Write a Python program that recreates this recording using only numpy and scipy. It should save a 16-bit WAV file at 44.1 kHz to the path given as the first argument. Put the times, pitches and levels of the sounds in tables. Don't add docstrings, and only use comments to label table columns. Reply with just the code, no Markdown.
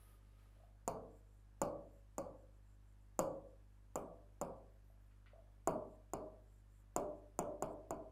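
import sys
import numpy as np
from scipy import signal
from scipy.io import wavfile
from scipy.ndimage import uniform_filter1d

SR = 44100
rng = np.random.default_rng(int(sys.argv[2]) if len(sys.argv) > 2 else 0)


def store_wav(level_fs):
    pcm = np.round(np.clip(np.atleast_2d(level_fs), -1, 1) * 32767)
    wavfile.write(sys.argv[1], SR, pcm.T.astype(np.int16))


def volts_from_decibels(level):
    exponent = np.asarray(level, float) / 20
    return 10 ** exponent


N = 357651


def evened(x):
    return x / np.sqrt(np.mean(x ** 2) + 1e-20)


def read(f, value, hz):
    return np.interp(np.log(hz + 1), np.log(np.add(f, 1)), value)


def add(mix, s, sound):
    part = mix[max(round(s * SR), 0):][:len(sound)]
    part += sound[:len(part)]


def highpass(x, edge_hz):
    return signal.lfilter(*signal.butter(N=1, Wn=edge_hz, btype="high", fs=SR), x)


def ring(modes, rise_s):
    t = np.arange(24000) / SR
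    sines = sum(volts_from_decibels(db - 60 * t / t60) * np.sin(2 * np.pi * hz * t) for hz, db, t60 in modes)
    return (1 - np.exp(-t / rise_s)) * sines


def noise(colour, patchy_db):
    real, imag, patches = rng.standard_normal((N // 256 + 5, 513, 3)).T
    patches = evened(uniform_filter1d(uniform_filter1d(patches, 12, 0), 10, 1))
    colour_db = read(*np.transpose(colour), np.fft.rfftfreq(1024, 1 / SR))[:, None]
    z = (real + 1j * imag) * volts_from_decibels(colour_db + patchy_db * patches)
    return evened(signal.istft(z, nperseg=1024, noverlap=768)[1][:N])


def level(rows, column, rise_share, release_s):
    t = np.arange(N) / SR
    gain = np.zeros(N)
    for row in rows:
        start_s, length_s = row[0], row[1]
        knees_s = [0, rise_share * length_s, length_s, length_s + release_s]
        gain += volts_from_decibels(row[column]) * np.interp(t - start_s, knees_s, [0, 1, 1, 0])
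    return gain


def tap(s, blow_db, tip_db, panel_hz, long_hz):
    # (frequency [Hz], level [dB], t60 [s])
    tip_modes = [(2050, -7, 0.0031), (2596, -19, 0.016), (5050, -4.5, 0.0037), (6000, -26, 0.0046),
                 (7100, 11.5, 0.0038), (6830, -20.5, 0.0033), (8430, -11.5, 0.013), (9450, -0.5, 0.0054),
                 (11150, -6.5, 0.0047), (13600, -7.5, 0.0053), (13800, -10, 0.0048), (15000, -20.5, 0.0022)]
    # (time [s], bounce delay [ms], bounce share [1], room level [dB], long ring level [dB])
    stance = [
        (.88, 4.32, 0.73, .5, -19.5),
        (1.619, 3.52, 0.77, -0.5, -16),
        (2.18, 3.5, 0.79, -1, -17.5),
        (3.19, 3.62, .6, -1.5, -17),
        (4.412, 3.66, 1, 1.5, -20.5),
        (5.67, 2.8, 0.68, -0.5, -18.5),
        (7.4, 3, .5, -1, -16),
        (7.91, 2.63, 0.41, -1.5, -22),
    ]
    # (delay [ms], level [dB])
    walls = [(5.4, -9.5), (12, -22.5), (19.5, -20.5), (36, -20.5)]
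    settle_s = 0.33
    t, long_t = np.arange(4000) / SR, np.arange(24000) / SR

    push = -np.sin(np.pi * np.clip((t - .00012) / 0.0011, 0, 1)) ** 2
    for edge_hz in (150, 500):
        push = highpass(push, edge_hz)
    push = uniform_filter1d(push, size=11)
    push /= abs(push).max()

    chatter_band = signal.butter(N=4, Wn=[4600, 15500], btype="band", fs=SR, output="sos")
    chatter = signal.sosfilt(chatter_band, rng.standard_normal(len(t)))
    tip = volts_from_decibels(tip_db) * (ring(tip_modes, 0.00038)[:len(t)] + volts_from_decibels(-24.5 - 60 * t / .025) * chatter)

    at, *columns = np.transpose(stance)
    delay_ms, share, room_db, long_db = (np.interp(s, at, column) for column in columns)
    modes = woken(s, long_hz, long_db)
    panel_db = -4.5 - 0.24 * (blow_db + 27)
    echoes = np.zeros(2000)
    echoes[round(delay_ms * SR / 1000)] = share
    for ms, db in walls:
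        echoes[round(ms * rng.uniform(.97, 1.03) * SR / 1000)] += volts_from_decibels(db)

    feed = volts_from_decibels(1.5) * push + volts_from_decibels(-35.5) * tip
    feed += volts_from_decibels(tip_db + 1.5 - 60 * t / 0.0034) * chatter
    feed += volts_from_decibels(11.0) * board(modes, 0.00072, 0.051)[:len(t)]
    feed += volts_from_decibels(-34.5) * ring([(2775, 0.0027, 0.012)], .0003)[:len(t)]
    out = volts_from_decibels(room_db) * room(feed)

    add(out, 0, push + tip)
    add(out, 0, signal.fftconvolve(push + volts_from_decibels(-8.5) * tip, echoes))
    panel = ring([(panel_hz, 0, .07), (panel_hz * 1.19, -5, .06), (170, -8, .1)], 0.0088)
    add(out, .0035, volts_from_decibels(panel_db) * panel)
    add(out, .005, volts_from_decibels(-0.5 - (long_t / settle_s) ** 3) * board(modes, .045, 0.6))
    slap = ring([(panel_hz, 0, .09), (long_hz, -3, .12)], 0.0019)
    add(out, 0.082, volts_from_decibels(panel_db - 18.5) * slap)
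    sway = -volts_from_decibels(-25.0) * np.sin(np.pi * np.clip(t / 0.04, 0, 1)) ** 2
    add(out, .006, highpass(sway, 9))
    out = signal.lfilter(*signal.iirnotch(3950, Q=4.0, fs=SR), out) + 0.12 * out
    return volts_from_decibels(blow_db) * out


def woken(s, long_hz, long_db):
    # (frequency [Hz], level [dB], a loud spot [cm], loud spot spacing [cm])
    standing = [(172.5, -35, 4, 65), (245.6, -33.5, 4.7, 21), (303, -25.5, 13.1, 24.3), (383, -25, 38, 77),
                (507.4, -22, 14.4, 33), (645, -22.5, 3.4, 17), (1144, -34, 14, 56), (1020, -35, 37, 58)]
    pen_cm_per_s = 5
    modes = [(long_hz, long_db)]
    for hz, db, spot_cm, gap_cm in standing:
        share = abs(np.cos(np.pi * (pen_cm_per_s * s - spot_cm) / gap_cm)) + 0.017
        modes.append((hz, db + 20 * np.log10(share)))
    return modes


def board(modes, rise_s, t60, beat_hz=8.7, neighbour_db=-6):
    close = []
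    for hz, db in modes:
        for side in (-1, 0, 1):
            near_hz = hz + side * beat_hz * rng.uniform(.6, 1.4)
            close.append((near_hz, db + neighbour_db * abs(side), t60))
    return ring(close, rise_s)


def room(x, swell_db=1.5, swell_s=0.054, start_s=0.0023, bend_s=0.21):
    # (frequency [Hz], t60 [s], level [dB])
    bands = [(80, 0.42, -21), (139, 0.58, 2.5), (424, 0.75, -6), (790, 0.57, -6), (1285, 0.39, -1.5),
             (1660, 0.31, -8.5), (2550, 0.18, 13.5), (3305, .22, 5.5), (4550, 0.24, 5), (5600, 0.16, -9),
             (7000, 0.37, -12), (11650, 0.18, -11), (15620, 0.17, -9.5), (15850, 0.28, -64.5)]
    count, gap = 30000, 20
    taps = np.zeros(count)
    places = np.arange(0, count, gap) + rng.integers(0, gap, count // gap)
    taps[places] = rng.choice([-1., 1.], count // gap)
    hz, t, z = signal.stft(taps, SR, nperseg=256)
    f, t60, db = np.transpose(bands)
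    decay_db = read(f, db, hz)[:, None] - 60 * t / read(f, t60, hz)[:, None]
    tail = signal.istft(z * volts_from_decibels(decay_db), SR, nperseg=256)[1][:count]
    t = np.arange(count) / SR
    swell = swell_db * np.clip((t - swell_s) / 0.0044, 0, 1)
    tail *= volts_from_decibels(swell - (t / bend_s) ** 3 - 16.0) * np.clip(t / start_s - 1, 0, 1)
    return signal.fftconvolve(x, tail)


def sliding():
    # (start [s], length [s], hiss level [dB])
    strokes = [(1.06, .14, -89), (1.17, 0.25, -93), (1.82, 0.19, -92), (2.34, 0.089, -93), (2.5, .08, -96),
               (2.6, 0.15, -91.5), (2.83, 0.1, -94), (2.98, 0.051, -95), (3.44, 0.08, -95),
               (3.62, .15, -99), (4.1, .08, -100), (4.55, 0.048, -95), (5.07, 0.11, -101),
               (5.85, 0.11, -91.5), (6.4, 0.21, -90.5), (6.67, 0.15, -88.5), (7.12, 0.083, -94),
               (7.67, 0.064, -85.5)]
    # (frequency [Hz], level [dB])
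    slide_colour = [(4000, -17), (6000, -33), (8500, -3.5), (9400, -3.5), (10300, -10.5), (13000, -5),
                    (15600, -10), (15900, -31)]
    # (start [s], length [s], start pitch [Hz], end pitch [Hz], level [dB])
    squeaks = [(4.724, .05, 11150, 12300, -101), (4.78, 0.038, 9650, 10000, -103),
               (4.82, 0.044, 11200, 11900, -100), (4.853, .12, 11700, 11500, -99),
               (4.838, .13, 13400, 12400, -100), (4.84, 0.034, 14500, 14350, -101),
               (4.836, .12, 9600, 9000, -104), (4.99, .065, 13400, 13450, -99),
               (5.045, 0.045, 12150, 11500, -99), (5.06, .03, 9800, 9450, -100),
               (5.09, 0.02, 8950, 8800, -100)]
    whisper_hz, whisper_hz_per_db, whisper_width_hz = 7450, 32, 700

    press = level(strokes, column=2, rise_share=.6, release_s=0.012)
    press_db = 20 * np.log10(press + volts_from_decibels(-102))
    centre_hz = whisper_hz + whisper_hz_per_db * (press_db + 88)
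    turn = np.exp(2j * np.pi * np.cumsum(centre_hz) / SR)
    r = np.exp(-np.pi * whisper_width_hz / SR)
    two_poles = np.convolve([1, -r], [1, -r])
    whisper = (turn * signal.lfilter([1], two_poles, rng.standard_normal(N) / turn)).real
    out = press * (evened(whisper) + volts_from_decibels(1.0) * noise(slide_colour, 3.9))

    for s, length_s, start_hz, end_hz, db in squeaks:
        count = round(length_s * SR)
        wobble = evened(uniform_filter1d(rng.standard_normal(6000), 300))[:count]
        hz = np.linspace(start_hz, end_hz, count) + 25 * wobble
        squeak = np.sin(2 * np.pi * np.cumsum(hz) / SR) * signal.windows.tukey(count, .6)
        add(out, s, volts_from_decibels(db + 8.5) * squeak)
    return out


def sleeve():
    # (start [s], length [s], high rustle level [dB], low rustle level [dB])
    rubs = [
        (-.1, 0.21, -77.5, -75),
        (.1, 0.54, -95, -80.5),
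        (.38, .05, -102, -85),
    ]
    fizz = noise([(7500, -40), (9200, -11), (9700, -4), (12200, -5.0), (12800, -12), (15700, -19),
                  (15900, -32)], 1.7)
    brush = noise([(200, 1), (500, 1.0), (1150, -10.5), (1250, 4.5), (1350, -7.5), (3000, -10.0),
                   (6000, -19), (9000, -19.5)], 0.79)
    high, low = (level(rubs, column, rise_share=0.24, release_s=0.088) for column in (2, 3))
    return high * fizz + low * brush


def knocks():
    # (time [s], level [dB], frequency [Hz], t60 [s])
    steps = [
        (.565, -68.5, 615, 0.05),
        (.6, -71, 636, 0.15),
        (.635, -64.5, 704, 0.071),
        (4.9, -69.5, 660, 0.075),
        (5.333, -57, 600, 0.062),
        (5.357, -63.5, 662, 0.13),
        (5.39, -57.5, 640, 0.043),
    ]
    # (time [s], level [dB])
    clicks = [
        (5.2607, -61),
        (5.11, -74),
    ]
    # (frequency [Hz], level [dB], t60 [s])
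    joint = [(1480, 0, .014), (1880, -4, .012), (2400, -11, .004), (2850, -11, .005), (3400, -14, .004),
             (4200, -15, .004)]
    out = np.zeros(N)
    for s, db, hz, t60 in steps:
        modes = [(hz, db + 15, t60 * 0.23), (hz, db + 1.5, t60 * 0.64), (hz * 1.7, db, t60 * 0.22)]
        thump = ring(modes, 0.0041)
        add(out, s, thump)
        add(out, s, volts_from_decibels(0.5) * room(thump))
    for s, db in clicks:
        click = volts_from_decibels(db) * ring(joint, 0.0001)
        add(out, s, click)
        add(out, s, volts_from_decibels(9.0) * room(click, swell_db=5))
    return out


def hum():
    # (multiple of mains [1], level [dB])
    multiples = [(1, -63.5), (2, -70), (3, -90.5), (4, -83), (5, -89.5), (6, -88.5), (7, -100), (8, -96.5),
                 (11, -94)]
    mains_hz, start_rad, lag_rad = 50.077, -3.22, .8
    turn = 2 * np.pi * mains_hz * np.arange(N) / SR + start_rad
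    return sum(np.sqrt(2) * volts_from_decibels(db) * np.cos(k * turn - lag_rad * (k - 1)) for k, db in multiples)


def hiss():
    # (frequency [Hz], level [dB per Hz])
    hiss_colour = [(20, -26.5), (60, -13), (110, -23.5), (200, -25.5), (400, -28), (1000, -31),
                   (1500, -34.5), (1680, -33), (1900, -37.5), (4180, -45), (7730, -46), (12750, -46.5),
                   (15700, -42.5), (15900, -82)]
    return volts_from_decibels(-77.5) * noise(hiss_colour, patchy_db=.7)


def scene():
    # (time [s], blow level [dB], tip ring over the blow [dB], quick panel ring [Hz], long board ring [Hz])
    landings = [(0.8777, -27.5, -5.5, 674, 452), (1.6166, -25, -7, 593, 560),
                (2.1817, -31.5, -6.5, 548, 543), (3.1915, -22.5, -6.5, 561, 543),
                (3.9568, -29.5, -7, 541, 586), (4.4139, -31, -7, 536, 543), (5.674, -22.5, -10.5, 649, 624),
                (6.135, -30.5, -7.5, 662, 624), (6.9633, -24.5, -6, 591, 597),
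                (7.3903, -25.5, -6.5, 580, 597), (7.624, -27, -10, 631, 597),
                (7.9074, -30, -10.5, 668, 651)]
    mix = hum() + hiss() + sliding() + sleeve() + knocks()
    for row in landings:
        add(mix, row[0], tap(*row))
    return mix[None]


def band_limit(x):
    return signal.sosfilt(signal.butter(12, 16790, fs=SR, output="sos"), x)


def record(dry):
    top_hz, bands, band_bins, keep_db, edge_hz = 12830, 5, 32, 3.5, 16500
    hz, _, z = signal.stft(dry[0], SR, nperseg=2048)
    first = np.searchsorted(hz, top_hz)
    last = first + bands * band_bins
    top = z[first:last].reshape(bands, band_bins, -1)
    power = (abs(top) ** 2).mean(1, keepdims=True)
    quiet = power < volts_from_decibels(2 * keep_db) * np.median(power)
    z[first:last] = (top * np.where(quiet, volts_from_decibels(-20.5), 1)).reshape(bands * band_bins, -1)
    z[hz > edge_hz] = 0
    mix = signal.istft(z, SR, nperseg=2048)[1][None, :N]
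    return band_limit(mix)


dry = scene()
out = record(dry)
store_wav(out)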